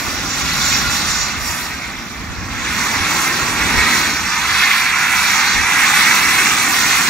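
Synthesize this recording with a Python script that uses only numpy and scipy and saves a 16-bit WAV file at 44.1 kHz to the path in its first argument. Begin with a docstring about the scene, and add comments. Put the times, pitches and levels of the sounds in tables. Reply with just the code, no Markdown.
"""A snowy railway yard, heard through a stereo microphone as a steam locomotive creeps nearer.
The engine blows steam from its cylinder cocks in surges: the jets roar, hiss and whistle, heard
direct and scattered by sheds and wagons. Surfaces close to the microphone cut dips into the sound.
A low rumble lies below, and wind buffets the two microphone ports."""
import sys
import numpy as np
from scipy import signal
from scipy.fft import rfft, irfft
from scipy.io import wavfile
from scipy.ndimage import map_coordinates

SR = 44100
rng = np.random.default_rng(int(sys.argv[2]) if len(sys.argv) > 2 else 0)


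def pcm_store(signal):
    """Save signal as 16-bit PCM."""
    levels = np.round(np.clip(np.atleast_2d(signal), -1, 1) * 32767)
    wavfile.write(sys.argv[1], SR, levels.astype(np.int16).T)


N = 312669
TIME_S = np.arange(N) / SR
HZ = np.maximum(np.fft.rfftfreq(N, 1 / SR), 1)
OPPOSED = np.array([[1], [-1]])   # plus on the left, minus on the right


def from_db(db):
    """Gain of a level in dB."""
    return 10 ** (np.asarray(db) / 20)


def unit_rms(x):
    """Scaled to rms 1."""
    return x / np.sqrt(np.mean(x ** 2) + 1e-20)


def in_time(rows):
    """Each column of a curve, read at every sample."""
    times, *columns = np.transpose(rows)
    return [np.interp(TIME_S, times, column) for column in columns]


def at_hz(points, hz):
    """A spectrum read on a log-frequency axis."""
    pitches, levels = np.transpose(points)
    return np.interp(np.log(hz), np.log(pitches), levels)


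def bell(offset, width):
    """A bell curve of height 1, down to 1/e at half the width to either side."""
    return np.exp(-(2 * offset / width) ** 2)


def drift(rate_hz):
    """Slow random wander of spread 1: noise at every 40th sample, low-passed twice."""
    pole = np.exp(-80 * np.pi * rate_hz / SR)
    slow = signal.lfilter([1], [1, -2 * pole, pole * pole], rng.standard_normal(N // 40 + 2002))[2000:]
    return np.interp(np.arange(N) / 40, np.arange(len(slow)), unit_rms(slow))


def stereo_noise(spectrum, alike):
    """Coloured noise whose two channels share a part; rms 1."""
    mid, side = irfft(rfft(rng.standard_normal((2, N))) * from_db(at_hz(spectrum, HZ)), N)
    return unit_rms(np.sqrt(1 + alike) * mid + np.sqrt(1 - alike) * side * OPPOSED)


def yard_rumble(split_hz):
    """A low rumble, nearly alike in both ports; its lower and upper parts swell separately."""
    # rumble spectrum: pitch_hz, relative_db
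    rumble_colour = [(22, -36), (59, -9), (100, -9), (130, -4), (270, 0.5), (365, -3.5), (505, -13),
                     (640, -9.5), (700, -9.5), (910, -24), (1540, -120)]
    # level below and above the split: time_s, lower_db, upper_db
    rumble_levels = [(0.0, -34, -34), (0.65, -29.5, -39), (0.89, -29, -37.5), (1.14, -35, -41),
                     (2.15, -37, -41), (2.8, -30.5, -35.5), (2.82, -32, -42), (2.86, -34.5, -33.5),
                     (3.83, -29, -29.5), (4.09, -34.5, -31.5), (4.23, -35, -39), (4.7, -37.5, -43),
                     (5.07, -37, -42), (6.67, -32.5, -33), (6.99, -33.5, -37), (7.09, -33, -32)]
    lower_db, upper_db = in_time(rumble_levels)
    spectrum = rfft(stereo_noise(rumble_colour, alike=0.91))
    high_pass = 1 / (1 + (split_hz / HZ) ** 8)
    lower = unit_rms(irfft(spectrum * (1 - high_pass), N))
    upper = unit_rms(irfft(spectrum * high_pass, N))
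    return from_db(lower_db) * lower + from_db(upper_db) * upper


def wind_on_microphone(lump_db):
    """Lumpy, gusting wind that buffets each port mostly on its own."""
    # buffeting spectrum: pitch_hz, relative_db
    wind_colour = [(12, -40), (20, -22), (49, 4), (75, 6.5), (308, -28), (343, -27), (431, -13), (500, -18),
                   (650, -45), (1100, -120)]
    # steady wind: time_s, level_db
    breeze_levels = [(0.0, -34.5), (0.81, -28), (1.24, -32), (1.64, -37.5), (1.89, -38), (2.57, -31.5),
                     (2.8, -37.5), (3.22, -38.5), (3.67, -29), (4.29, -40.5), (5.23, -44), (7.09, -48)]
    # gusts that thump on the ports: middle_s, length_s, lift_db
    gust_thumps = [(1.407, 0.11, 7), (2.23, 0.09, 4), (2.4, 0.091, 6.5), (3.02, .1, 14), (3.52, .2, 2.5),
                   (3.777, .14, 10), (4.09, .12, 5.5), (4.23, .08, 5), (4.52, .25, 4), (5.6, .14, 18),
                   (6.25, 0.13, 9), (6.62, 0.18, 6)]
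    gust_db = sum(db * bell(TIME_S - middle, length) for middle, length, db in gust_thumps)
    lumps = from_db(lump_db * np.array([drift(9.0), drift(7.9)]))
    return from_db(in_time(breeze_levels)[0] + gust_db) * lumps * stereo_noise(wind_colour, alike=0.35)


def near_surfaces():
    """Gain by [far or near engine, port, pitch]: surfaces by the microphone cut dips and add a few peaks."""
    # dips and peaks: pitch_hz, width_hz, far_left_db, far_right_db, near_left_db, near_right_db
    surface_dips = [(620, 260, 8, 12, 0, -0.5), (893, 170, -4.5, -2, -1, -1.5), (1617, 280, -1, -4, -1, -1),
                    (2910, 410, -6.5, -5, -10, -5), (3300, 236, -7, -5, -9.5, -5),
                    (3864, 650, -1, -9, -2.5, -10), (3090, 100, -7, -3, 0, -2.5),
                    (4452, 207, -9, -20, -11, -16), (5080, 100, -4, -9, -4, -3),
                    (6250, 200, -3, -3, -1, -2), (4901, 446, -2, -3.5, -6.5, -7.5),
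                    (5330, 250, -1, -5, -2.5, -5.5), (5660, 292, -6, 1.5, -9.5, -2.5),
                    (5970, 200, -5, 0, -1.5, 0), (7340, 250, -3, 4, -2, -1.5),
                    (6490, 340, -8, -7.5, -1, -4), (6950, 250, 0, -1.5, -8.5, -6.5),
                    (7660, 370, -8, -16, 0, 2.5), (8200, 560, -1.5, -7, 1, -13),
                    (9060, 250, -10, -11, -6, -9), (9450, 296, -5, -8, -1, -5),
                    (9760, 440, -13, -12, -4, -5), (10960, 220, -2, 3, -11, 5.5),
                    (13100, 660, -8, -5, -2, -6), (13977, 600, -4, -13, 3, -7)]
    # balance of the ports: pitch_hz, left_over_right_db
    port_balance = [(60, -0.5), (92, -0.5), (140, -0.5), (210, -0.5), (330, -2), (500, -1.5), (770, -0.5),
                    (1170, -2.5), (1790, -4), (2740, -1.5), (4190, -3), (6410, -4.5), (9810, -0.5),
                    (15000, -8)]
    db = .5 * at_hz(port_balance, HZ) * np.tile(OPPOSED, (2, 1))
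    for hz, width_hz, *depth_db in surface_dips:
        db = db + np.array(depth_db)[:, None] * bell(HZ - hz, width_hz)
    return from_db(db).reshape(2, 2, -1)


def with_yard_echoes(sound):
    """Echo paths change as the engine creeps and the steam cloud stirs: a fine, shifting ripple."""
    # echoes off ground, wagons and shed: first_delay_s, last_delay_s, wander_s, gain_db
    echo_paths = [(.0035, 0.003, 0.00024, -9.5), (.011, 0.019, 0.00049, -10.5), (.027, .022, .0008, -12.5)]
    n, out = np.arange(N), sound
    for first_s, last_s, wander_s, db in echo_paths:
        delay = SR * (first_s + (last_s - first_s) * n / N + wander_s * drift(1))
        out = out + from_db(db) * map_coordinates(sound, [n - delay], order=3, mode="wrap")
    return out


def edge_tones():
    """Steam whistles where it leaves the cocks: narrow noise that swells and fades."""
    # whistles: start_s, end_s, pitch_hz, width_hz, level_db (at the source)
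    cock_whistles = [(.1, 1.5, 1430, 120, -31.5), (.4, 1.5, 2020, 120, -37), (3.5, 4.1, 2250, 120, -33),
                     (4.5, 5.5, 2330, 200, -30), (4.8, 5.5, 1450, 100, -26), (5.7, 6.5, 2020, 150, -26),
                     (6.0, 6.4, 2215, 100, -24.5), (6.599, 7.09, 1878, 100, -28)]
    out = 0
    for start, end, hz, width_hz, db in cock_whistles:
        narrow = irfft(rfft(rng.standard_normal(N)) / (1 + (2 * (HZ - hz) / width_hz) ** 2), N)
        swell = np.sin(np.pi * np.clip((TIME_S - start) / (end - start), 0, 1))
        out = out + from_db(db) * unit_rms(narrow) * swell
    return out


def spurt_lift(hz, edge_s=0.023):
    """Lift in dB of the jet band at hz: each spurt of steam opens fast, holds and shuts."""
    # spurts that brighten part of the range: start_s, length_s, middle_hz, width_octaves, lift_db
    steam_spurts = [(0.379, 0.56, 11970, 0.54, 4), (.4, 0.77, 3600, .5, 3), (4.297, 0.067, 5000, 0.9, 3),
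                    (.6, .2, 6200, 0.99, 3.5), (1.08, 0.19, 6540, .6, 4), (1.42, 0.29, 10500, 0.83, 3.5),
                    (2.75, 1.15, 970, 0.55, 3.5), (2.62, 0.72, 6000, 0.35, 1.5),
                    (3.751, 0.42, 4200, 0.75, 2.5), (4.5, 0.33, 4150, 0.53, 5),
                    (4.5, 0.82, 12500, 0.65, 2.5), (5.2, 0.36, 4280, 0.77, 2), (5.3, 0.65, 750, 0.53, 3),
                    (5.85, .25, 4300, 0.53, 1.5)]
    t, lift_db = TIME_S[::64], 0
    for start, length, middle_hz, octaves, db in steam_spurts:
        gate = .5 * (np.tanh((t - start) / edge_s) - np.tanh((t - start - length) / edge_s))
        lift_db = lift_db + gate * db * bell(np.log2(hz / middle_hz), octaves)
    return np.interp(TIME_S, t, lift_db)


def steam_jets(eddy_db, flutter_db, roar_hz):
    """Turbulent jet noise (direct, scattered left, scattered right); eddies make the treble waver most."""
    # jet spectrum: pitch_hz, relative_db
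    jet_colour = [(260, -31.5), (450, -20), (642, -24.5), (791, -7), (1130, -4), (2170, -0.5), (2440, -3.5),
                  (3010, -6.5), (4100, -6), (5050, -8.5), (5950, -8.5), (7210, -13), (9140, -22.5),
                  (12300, -26.5), (15600, -32.5)]
    # tint of the scattered sound: pitch_hz, gain_db
    scatter_colour = [(450, 3), (1200, 2.5), (2300, -5), (3000, 3), (6000, 3.5), (15000, 12.5)]
    # steam flow, heard as the roar: time_s, level_db
    roar_levels = [(0.0, -31), (0.08, -25.5), (0.29, -30.5), (0.35, -26), (0.79, -24), (1.95, -31),
                   (2.05, -33.5), (2.47, -31.5), (2.67, -24.5), (3.04, -20.5), (3.55, -22.5), (3.81, -16.5),
                   (4.21, -23), (4.42, -21), (4.64, -14.5), (5.01, -18), (5.37, -17), (5.61, -18.5),
                   (5.77, -13.5), (6.22, -15.5), (6.91, -20), (6.93, -17.5), (7.09, -17.5)]
    # surges of the hiss and of the sizzle above it: time_s, relative_db
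    hiss_levels = [(0, -29.5), (.33, -25), (.55, -23.5), (.77, -21), (.85, -23), (1.22, -25), (1.36, -31),
                   (1.5, -28), (1.74, -35), (2.37, -39), (2.67, -28), (3.24, -22.5), (3.55, -27),
                   (3.95, -22), (4.24, -27.5), (4.33, -24), (4.44, -26), (4.6, -23), (5.09, -26),
                   (5.23, -21), (5.53, -22.5), (5.62, -24.5), (5.92, -20.5), (6.4, -22), (7.09, -19.5)]
    sizzle_levels = [(0.0, -34), (0.28, -40), (0.67, -33.5), (0.89, -37), (0.93, -31), (1.36, -42.5),
                     (1.46, -33.5), (1.68, -40), (1.78, -46.5), (2.39, -51.5), (2.86, -33.5), (3.02, -37.5),
                     (3.24, -31), (3.3, -33.5), (3.61, -36), (3.97, -29), (4.19, -38.5), (4.78, -29.5),
                     (4.91, -38), (5.23, -29.5), (5.63, -35), (5.88, -28), (7.05, -28), (7.09, -32)]
    # how far each pitch follows those surges: pitch_hz, roar_share, hiss_share, sizzle_share
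    surge_shares = [(600, 0.46, 0.35, 0.01), (1050, 0.39, 0.4, 0.01), (2240, 0.98, 0.0089, 0.01),
                    (4240, 0.19, 0.88, 0.01), (6500, -0.18, 0.95, 0.16), (8950, 0.21, .05, 0.93),
                    (13000, -0.032, .05, 0.98)]
    (roar_db,), (hiss_db,), (sizzle_db,) = map(in_time, (roar_levels, hiss_levels, sizzle_levels))
    swings_db = np.array([db - db.mean() for db in (roar_db, hiss_db, sizzle_db)])
    share_hz, *shares = np.transpose(surge_shares)
    colour = from_db(at_hz(jet_colour, HZ))
    noise = rfft(rng.standard_normal((3, N))) * colour
    noise[1:] *= from_db(at_hz(scatter_colour, HZ))
    roar_octave = abs(np.log2(HZ / roar_hz)) < .5
    noise /= np.sqrt(np.mean(colour ** 2 * roar_octave))   # direct noise has rms 1 in this octave
    centres_hz = np.geomspace(400, 16000, num=18)
    band_index = np.interp(np.log(HZ), np.log(centres_hz), np.arange(len(centres_hz)))
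    out, shared_eddy = 0, drift(4.0)
    for k, hz in enumerate(centres_hz):
        band = irfft(noise * np.clip(1 - abs(band_index - k), 0, 1), N)
        weights = np.array([np.interp(np.log(hz), np.log(share_hz), share) for share in shares])
        surge_db = weights @ swings_db + spurt_lift(hz)
        waver_db = eddy_db * (.5 * shared_eddy + drift(7.1)) + flutter_db * drift(33)
        waver_share = at_hz([(500, 0.41), (12000, 0.96)], hz)
        out = out + band * from_db(surge_db + waver_share * waver_db)
    return out * from_db(roar_db.mean())


def locomotive(dips_in_scatter):
    """The cylinder cocks from the microphone position, direct and scattered, as the engine draws nearer."""
    # sound scattered by sheds and wagons: time_s, over_direct_db
    scatter_levels = [(0, -2.5), (.75, -6), (1.6, -5), (2.2, -0.5), (2.8, -7), (3.3, -4.5), (4.6, -9.5),
                      (5.5, -7), (7.09, -4)]
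    # phase of the direct sound between the ports: pitch_hz, left_lead_rad
    port_phase = [(0, 1), (1100, 0.23), (2100, 0.53), (2700, 0.32), (3200, -4), (3750, -4.5), (4100, -7.5),
                  (4800, -6.5), (5100, -4), (5700, -7), (6150, -4), (6500, -6), (7300, -7.5), (7900, -11),
                  (8700, -10.5), (16000, -27)]
    # the engine's approach: time_s, nearness (0 far, 1 near)
    engine_approach = [(0, 0.2), (1.8, 0), (2.6, 0.76), (4.4, 1), (7.09, 1)]
    scatter = from_db(in_time(scatter_levels)[0])
    jets = steam_jets(eddy_db=1.37, flutter_db=1.64, roar_hz=2080) / np.sqrt(1 + scatter ** 2)
    ports = near_surfaces()
    lead_rad = np.interp(HZ, *np.transpose(port_phase))
    direct = rfft(with_yard_echoes(jets[0] + edge_tones())) * ports * np.exp(.5j * lead_rad * OPPOSED)
    scattered = rfft(jets[1:] * scatter) * ports ** dips_in_scatter
    far, near = irfft(direct + scattered, N)
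    nearness = in_time(engine_approach)[0]
    return (1 - nearness) * far + nearness * near


def scene():
    """Steam jets over rumble and wind."""
    steam = from_db(1.0) * locomotive(dips_in_scatter=0.75)
    return steam + yard_rumble(split_hz=248) + wind_on_microphone(lump_db=3.5)


def record(dry):
    """The highest peaks are rounded at full scale and the top treble is cut."""
    cutoff_hz = 15720
    rounded = dry / (1 + abs(dry) ** 8) ** (1 / 8)
    low_pass = signal.ellip(14, .3, 75, cutoff_hz, fs=SR, output="sos")
    return np.clip(signal.sosfilt(low_pass, rounded), -1, 1)


dry = scene()
out = record(dry)
pcm_store(out)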